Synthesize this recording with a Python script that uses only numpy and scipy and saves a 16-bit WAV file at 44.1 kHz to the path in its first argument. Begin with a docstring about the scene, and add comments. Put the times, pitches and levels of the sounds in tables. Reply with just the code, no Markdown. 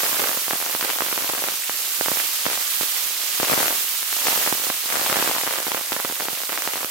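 """Water boils off a very hot iron griddle in a small kitchen, close to a stereo microphone.
Countless tiny bubbles make a bright hiss, synthesized as shaped noise; larger steam pockets collapse or burst
under the puddle as sharp pops, each a cusp of pressure. Small pops crackle, bubbles ring and droplets tick.
The griddle is lifted and swirled midway: water runs onto fresh hot iron and the sizzle surges three times."""
import sys
import numpy as np
from scipy import signal
from scipy.fft import rfft, irfft, next_fast_len
from scipy.io import wavfile
from scipy.ndimage import uniform_filter1d

SR = 44100
rng = np.random.default_rng(int(sys.argv[2]) if len(sys.argv) > 2 else 0)


def wav_out(sig):
    """Save sig, one row per channel (or a flat mono array), as 16-bit PCM at SR to the path in sys.argv[1]."""
    wavfile.write(sys.argv[1], SR, np.round(np.clip(np.atleast_2d(sig).T, -1, 1) * 32767).astype(np.int16))


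N = 304290


def gain_of(db):
    """Logarithmic level: 20 dB is a factor of ten in amplitude."""
    return 10 ** (np.asarray(db) / 20)


def evened(x):
    """Normalization to unit root mean square."""
    return x / np.sqrt(np.mean(x ** 2) + 1e-20)


def read_spectrum(points, hz):
    """Linear interpolation on a logarithmic frequency axis."""
    f, value = np.transpose(points)
    return np.interp(np.log(hz + 1), np.log(f), value)


def follow(rows, t):
    """Linear interpolation in time of every column of a table."""
    s, *columns = np.transpose(rows)
    return [np.interp(t, s, column) for column in columns]


def sides(pan_db):
    """Constant-power panning: left and right gains whose total power is fixed."""
    pair = np.array([gain_of(pan_db / 2), gain_of(-pan_db / 2)])
    return pair / np.sqrt(np.mean(pair ** 2, 0))


def add(mix, s, sound):
    """Superposition: a stereo sound is summed into the mix at time s."""
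    part = mix[:, max(round(s * SR), 0):][:, :sound.shape[1]]
    part += sound[:, :part.shape[1]]


# swirls that run water onto fresh hot iron:
# [middle t/s, half width to 1/e t/s, swell of the hiss level/dB, relative boiling level/dB]
SWIRL_TABLE = [(3.56, 0.22, 3, -27), (4.36, 0.26, 5, -42), (5.14, 0.35, 4, -29.5)]


def swirling(t):
    """Gaussian displacement: how far each swirl has carried the water (0-1), one row per swirl."""
    return np.array([np.exp(-((t - middle) / width) ** 2) for middle, width, _, _ in SWIRL_TABLE])


# the resting puddle as it spreads and dries:
# [t/s, relative hiss level/dB, finest spray relative to the hiss level/dB, left over right level/dB]
PUDDLE_TABLE = [(0.0, -27.5, 1.5, -5), (0.5, -30.5, 1, -5), (1.35, -30.5, 0.8, -4), (1.6, -31, -1.5, -5),
                (2.15, -28, 1, -5.5), (2.52, -29, -2.5, -4.5), (2.75, -28, 1, -6.5), (3.25, -29, -2, -6.5),
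                (3.85, -29.5, 1, -5.5), (4.05, -31, -1, -6.5), (4.4, -31, 0.5, -6.3),
                (4.78, -31.5, -0.8, -6), (5.15, -31.5, -1, -6), (5.8, -32.5, 0, -4.5),
                (6.4, -33.2, 0.5, -6), (6.75, -33, 1, -4), (6.9, -36, 1, -4)]


def sizzle_db(t):
    """Addition of levels: the resting puddle plus a swell for each swirl."""
    _, _, swell_db, _ = np.transpose(SWIRL_TABLE)
    return follow(PUDDLE_TABLE, t)[0] + swell_db @ swirling(t)


# colour of the hiss: [f/Hz, relative level per Hz/dB]
HISS_COLOUR = [(30, -58), (100, -53), (200, -25.5), (400, -14), (700, -11.5), (1020, -6.5), (1200, -3.5),
               (1450, -5), (2000, -3), (3000, 0.5), (7000, -0.17), (9800, -1), (13300, 3.5), (16000, -1)]
# lean of the hiss by band, on top of its moving position: [f/Hz, left over right level/dB]
HISS_LEAN = [(300, 7), (1200, 6.5), (2500, 3), (5000, 3), (9500, 1.5), (13000, -3), (16000, 0)]
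# likeness of the hiss at the two ears: [f/Hz, coherence/1]
EAR_COHERENCE = [(100, 0.98), (500, 0.41), (1100, 0.5), (2200, 0.14), (6000, 0.12), (13000, 0.015)]
SWIRL_PAN_DB = 2  # a swirl runs the water toward the left


def hiss(level_db=6.5, patchy_db=0.83, flicker_db=0.1, flutter_db=0.53, spray_hz=10300, size=256):
    """Incoherent addition: tiny bubbles merge into patchy noise, with the finest spray in the top octave."""
    hop = size // 4
    frames, hz = N // hop + 5, np.fft.rfftfreq(size, 1 / SR)
    t = np.arange(frames) * hop / SR
    _, spray_db, rest_pan_db = (column[:, None] for column in follow(PUDDLE_TABLE, t))
    db = sizzle_db(t)[:, None]
    pan_db = rest_pan_db + SWIRL_PAN_DB * swirling(t).sum(0)[:, None]

    # level variations: patches in time and frequency, a quick flicker and a slower flutter of all bands
    a, b, c, d, patches = rng.standard_normal((5, frames, len(hz)))
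    patches = uniform_filter1d(patches, size=8, axis=0)
    patches = evened(uniform_filter1d(patches, size=14, axis=1))
    flicker = evened(uniform_filter1d(rng.standard_normal(frames), size=5))[:, None]
    flutter = evened(uniform_filter1d(rng.standard_normal(frames), size=26))[:, None]

    # the right ear shares part of the left ear's noise
    same = np.clip(read_spectrum(EAR_COHERENCE, hz), -1, 1)
    left = a + 1j * b
    right = same * left + np.sqrt(1 - same ** 2) * (c + 1j * d)
    ears = np.array([left, right])

    def to_sound(z):
        """Overlap-add synthesis from short-time spectra."""
        return signal.istft(z.swapaxes(1, 2), nperseg=size, noverlap=size - hop)[1][:, :N]

    top = 1 / (1 + (spray_hz / (hz + 1)) ** 10)
    field_db = db + top * spray_db + patchy_db * patches + flicker_db * flicker + flutter_db * flutter
    placed = ears * gain_of(field_db) * sides(pan_db + read_spectrum(HISS_LEAN, hz))
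    white = to_sound(placed) / to_sound(ears).std()

    length = next_fast_len(N)
    colour = evened(gain_of(read_spectrum(HISS_COLOUR, np.fft.rfftfreq(length, 1 / SR))))
    return gain_of(level_db) * irfft(rfft(white, length) * colour, length)[:, :N]


# bouts of boiling, when steam trapped under the puddle breaks out as crackle:
# [start t/s, length t/s, relative level/dB]
BOUT_TABLE = [(0.0, 0.17, -30), (0.198, 0.086, -27), (0.513, 0.21, -34.5), (0.853, 0.035, -27.5),
              (1.026, 0.45, -34), (1.24, 0.051, -35), (1.782, 0.18, -44), (2.09, 0.15, -39.5),
              (2.492, 0.033, -32), (2.62, 0.63, -46), (3.43, 0.29, -33), (4.166, 0.38, -38),
              (4.27, 0.18, -30), (4.636, 0.034, -33), (4.918, 0.7, -30.5), (5.2, 0.1, -29.5),
              (5.683, 0.087, -32.5), (5.94, 0.17, -34.5), (6.208, 0.037, -31), (6.34, 0.047, -36.5),
              (6.528, 0.3, -33)]
BOUT_RISE_S, BOUT_FALL_S = 0.021, 0.034  # time for a bout's power to change by a factor e
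SIMMER_DB = -52  # relative level left between bouts
SWIRL_BOIL_POWER = 5.1  # boiling needs the thickest water, so it gathers at the middle of a swirl


def boiling_db(t):
    """Addition of powers: a simmer, the swirls, and bouts that rise, hold and fall exponentially."""
    _, _, _, swirl_db = np.transpose(SWIRL_TABLE)
    power = gain_of(SIMMER_DB) ** 2 + gain_of(swirl_db) ** 2 @ swirling(t) ** SWIRL_BOIL_POWER
    for start, length, db in BOUT_TABLE:
        early = np.maximum(start - t, 0)
        late = np.maximum(t - start - length, 0)
        power = power + gain_of(db) ** 2 * np.exp(-early / BOUT_RISE_S - late / BOUT_FALL_S)
    return 10 * np.log10(power)


def steam_pops(s, db, corner_hz, pan_db, swing_ratio=0.2, sag_hz=150, round_hz=7500,
               rebound=0.29, rebound_s=0.001143, shadow_hz=170, wrap=1.0, late_s=0.000058,
               across_s=0.0002, snap_db=-26, collapse_share=.68, size=1024):
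    """Monopole pulse: a cusp of pressure swings back, downward if the pocket collapses, upward if it bursts."""
    hz, lead, count = np.fft.rfftfreq(size, 1 / SR), size // 8, len(s)

    def delayed(seconds):
        """Linear phase: a pure delay."""
        return np.exp(-2j * np.pi * hz * seconds)

    kind, again, wait, reach = rng.random((4, count, 1))
    corner_hz = corner_hz[:, None]
    sign = np.where(kind < collapse_share, -1, 1)
    cusp = sign / (1 + (hz / corner_hz) ** 2) / (1 + (hz / round_hz) ** 2)
    # the pocket springs back after a moment, which gives each pop its own colour
    cusp = cusp * (1 - 2 * rebound * again * delayed(rebound_s * (0.23 + 2 * wait ** 2)))
    # the water film tears: 16 samples of noise
    snap = gain_of(snap_db) * rfft(rng.standard_normal((count, 16)), size) / np.sqrt(16)

    swing_hz = swing_ratio * corner_hz  # a small, bright pocket also swings back faster
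    swing = 1j * hz / (swing_hz + 1j * hz)
    swing = swing * 1j * hz / (sag_hz + 1j * hz)  # a small source radiates little bass

    # the far side is weaker and later; only bass wraps round to it
    bass = wrap * (.5 + reach) * delayed(late_s) / (1 + 1j * hz / shadow_hz)
    far = gain_of(np.minimum([pan_db, -pan_db], 0))[:, :, None]
    path = (far + (1 - far) * bass) * delayed(lead / SR + across_s * (1 - far))

    pulses = irfft((cusp + snap) * swing * path)
    # a level of 0 dB is the energy of unit rms held for one millisecond
    pulses /= np.sqrt((pulses ** 2).sum(2).mean(0) * 1000 / SR)[:, None]
    out = np.zeros((2, N))
    for k in range(count):
        add(out, s[k] - lead / SR, gain_of(db[k]) * pulses[:, k])
    return out


SMALL_POPS_PER_S = 340


def crackle(level_db=5.0, range_db=25, drying=3.4, wet_db=-29, corner_hz=2150, scatter=0.47, spread_db=14,
            sag_hz=260, wrap=1.0, snap_db=-18, order=8):
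    """Stratified random process: small pops follow the boiling; each group holds many weak and one strong."""
    count = int(SMALL_POPS_PER_S * N / SR) // order * order
    when, jitter = rng.random((2, count))
    bright, place = rng.standard_normal((2, count))
    s = (np.arange(count) + order * (when - .5)) / SMALL_POPS_PER_S
    # a well wetted griddle boils evenly; as it dries, few pops stand out over dark gaps
    span_db = range_db + drying * (wet_db - sizzle_db(s))
    rank = (rng.random((count // order, order)).argsort().ravel() + jitter) / order
    # the mean power of the spread of sizes is taken out
    sizes_db = span_db[:, None] * np.linspace(0, 1, num=50) ** 2
    mean_db = 10 * np.log10(np.mean(gain_of(sizes_db) ** 2, 1))
    pop_db = boiling_db(s) + span_db * rank ** 2 - mean_db + level_db
    corners_hz = corner_hz * np.exp(scatter * bright)
    return steam_pops(s, pop_db, corners_hz, spread_db * place, sag_hz=sag_hz, wrap=wrap, snap_db=snap_db)


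def ticks(pitches_hz, per_s, cycles, size_db, pan_db, spread_db, size=2048):
    """Damped oscillation: a shower of short rings of mixed pitch, size and place, at rms 1."""
    t, out = np.arange(size) / SR, np.zeros((2, N))
    for hz in pitches_hz:
        at = rng.integers(0, N, int(per_s * N / SR / len(pitches_hz)))
        sizes = gain_of(size_db * np.minimum(rng.exponential(1, len(at)), 3))
        clicks = np.zeros((2, N))
        clicks[:, at] = sizes * sides(pan_db + spread_db * rng.standard_normal(len(at)))
        flow = np.sin(2 * np.pi * hz * t) * t * np.exp(-2 * hz * t / cycles)
        ring = evened(np.diff(flow))  # pressure is the change of flow
        out += signal.oaconvolve(clicks, ring[None], axes=1)[:, :N]
    return evened(out)


BUBBLES_PER_S = 320


def bubbles(level_db=-7, low_hz=480, high_hz=3200, cycles=1.66, size_db=1.0, spread_db=9, count=16):
    """Bubble resonance: bubbles thrown up by the boiling ring briefly at one of several pitches."""
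    boil_db = boiling_db(np.arange(N) / SR)
    pitches_hz = np.geomspace(low_hz, high_hz, count)
    return gain_of(level_db + boil_db) * ticks(pitches_hz, BUBBLES_PER_S, cycles, size_db, 0, spread_db)


SPITS_PER_S = 260


def spits(level_db=-38, size_db=3.5, low_hz=2000, high_hz=15000, cycles=1.2, pan_db=-3, spread_db=6, count=20):
    """Flash evaporation: droplets flung onto dry iron vanish in bright ticks."""
    pitches_hz = np.linspace(low_hz, high_hz, count)
    return gain_of(level_db) * ticks(pitches_hz, SPITS_PER_S, cycles, size_db, pan_db, spread_db)


# the loudest steam pops, before a common trim of level and brightness:
# [t/s, level over one ms/dB, corner of the pulse f/Hz, left over right level/dB]
LOUD_POP_TABLE = [(0.034, -15, 1600, -12), (0.064, -17, 3400, 11), (0.2385, -18, 1290, -7),
                  (0.3732, -17.5, 1700, -8), (0.4816, -18.5, 1800, -6), (0.5094, -12.5, 2000, -2),
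                  (0.5332, -13.5, 1360, -5), (0.663, -18.5, 3400, 9), (0.7503, -14, 1800, -7),
                  (0.8109, -14, 5000, -8), (0.8268, -20.5, 2000, 2), (0.8469, -17, 2300, -8),
                  (0.902, -15, 5000, 3), (0.9869, -17, 3600, 10), (1.0069, -11, 1900, -12),
                  (1.0207, -13.5, 1590, 0), (1.1279, -14.5, 1900, -10), (1.178, -14.5, 1900, -4.5),
                  (1.299, -15, 1900, -8), (1.379, -20, 3100, -4), (1.44, -15, 2300, 9),
                  (1.486, -15, 2900, -7), (1.6962, -16, 1700, -3.5), (2.0107, -10.5, 1690, -10),
                  (2.0603, -16.5, 2100, 1), (2.084, -11.5, 1300, -8), (2.1169, -13.5, 1300, -7),
                  (2.1719, -17.5, 2500, -8), (2.2005, -15, 3500, -12), (2.4553, -16, 2400, 21),
                  (2.465, -9.5, 1600, -12), (2.501, -17.5, 2800, -7), (2.5757, -19, 2300, -6),
                  (2.811, -16, 1100, -10), (2.8324, -20, 1500, -12), (3.4006, -12.5, 1200, 24),
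                  (3.431, -11, 1080, 7), (3.499, -11, 1500, 17), (3.519, -12.5, 800, 20),
                  (3.5287, -12.5, 1400, -19), (3.5364, -9, 1100, 21), (3.5775, -11, 1300, 16),
                  (3.63, -10.5, 1400, 26), (3.6819, -11, 5000, 23), (3.7075, -17.5, 1800, -8),
                  (4.0298, -20, 4000, 9), (4.1284, -17, 3700, 8), (4.2701, -10.5, 3000, 6),
                  (4.2837, -11, 2000, 7), (4.4635, -16, 2600, 3), (4.4753, -13.5, 1400, -19),
                  (4.5262, -10, 1300, -10), (4.701, -12.5, 2000, -7), (4.9248, -14, 3500, 18),
                  (4.9562, -14, 1600, 20), (4.9703, -15, 1900, -16), (5.0995, -14.5, 1400, -7),
                  (5.128, -10.5, 3100, 4), (5.159, -14, 2900, -6), (5.1682, -12.5, 1500, -7),
                  (5.2261, -11.5, 1600, -3), (5.365, -17, 1500, -7), (5.476, -14.5, 2100, 7),
                  (5.5097, -17, 1900, 22), (5.586, -16, 2400, -7), (5.6683, -16.5, 1500, -9),
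                  (5.7182, -16, 2200, -5), (5.7467, -13, 1930, -8), (5.7715, -18, 2800, -7),
                  (5.921, -13.5, 1800, 4), (5.9298, -14, 5000, -19), (5.9651, -15, 1900, -6),
                  (6.0005, -16, 1700, -7), (6.0494, -14.5, 1510, -5.5), (6.0991, -20.5, 1200, 1),
                  (6.207, -17, 2200, -3), (6.285, -14.5, 1800, -2), (6.4353, -19.5, 3600, 8),
                  (6.494, -18, 3000, 5), (6.522, -20, 2500, -10), (6.5764, -14.5, 3700, -1.5),
                  (6.6757, -13.5, 1880, 1), (6.7571, -19, 1800, 4), (6.831, -18.5, 1800, -5)]


def loud_pops(level_db=-0.2, bright=1.045):
    """Impulsive radiation: the large steam pockets, scattered over the griddle."""
    s, db, corner_hz, pan_db = np.transpose(LOUD_POP_TABLE)
    return steam_pops(s, db + level_db, bright * corner_hz, pan_db)


# decay of the kitchen: [f/Hz, time to fall by 60 dB t/s]
KITCHEN_DECAY = [(150, 0.043), (1000, 0.28), (4000, 0.36), (14000, 0.093)]


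def kitchen(x, first_s=0.004):
    """Diffuse reverberation: tiles and worktop return a short decaying tail, different on each side."""
    hz, t, z = signal.stft(rng.standard_normal((2, SR // 2)), SR, nperseg=256)
    decay_db = -60 * t / read_spectrum(KITCHEN_DECAY, hz)[:, None]
    tail = signal.istft(z * gain_of(decay_db), SR, nperseg=256)[1]
    tail *= np.arange(tail.shape[1]) > first_s * SR
    return signal.fftconvolve(x, tail / np.linalg.norm(tail[0]), axes=1)[:, :N]


def scene(room_db=-13):
    """Superposition: pops, crackle, bubbles and spits with their room, over the hiss."""
    near = loud_pops() + crackle() + bubbles() + spits()
    return near + gain_of(room_db) * kitchen(near) + hiss()


def record(dry, low_cut_hz=55, edge_hz=15900, order=6):
    """Filtering and saturation: the microphone's low cut, a soft ceiling on tall pops, and the band limit."""
    low_cut = signal.butter(1, low_cut_hz, "highpass", fs=SR, output="sos")
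    thinned = signal.sosfilt(low_cut, dry)
    rounded = thinned / (1 + (thinned / .88) ** order) ** (1 / order)
    band_limit = signal.firwin(511, edge_hz, window=("kaiser", 9), fs=SR)
    return signal.oaconvolve(rounded, band_limit[None], "same", axes=1)


dry = scene()
out = record(dry)
wav_out(out)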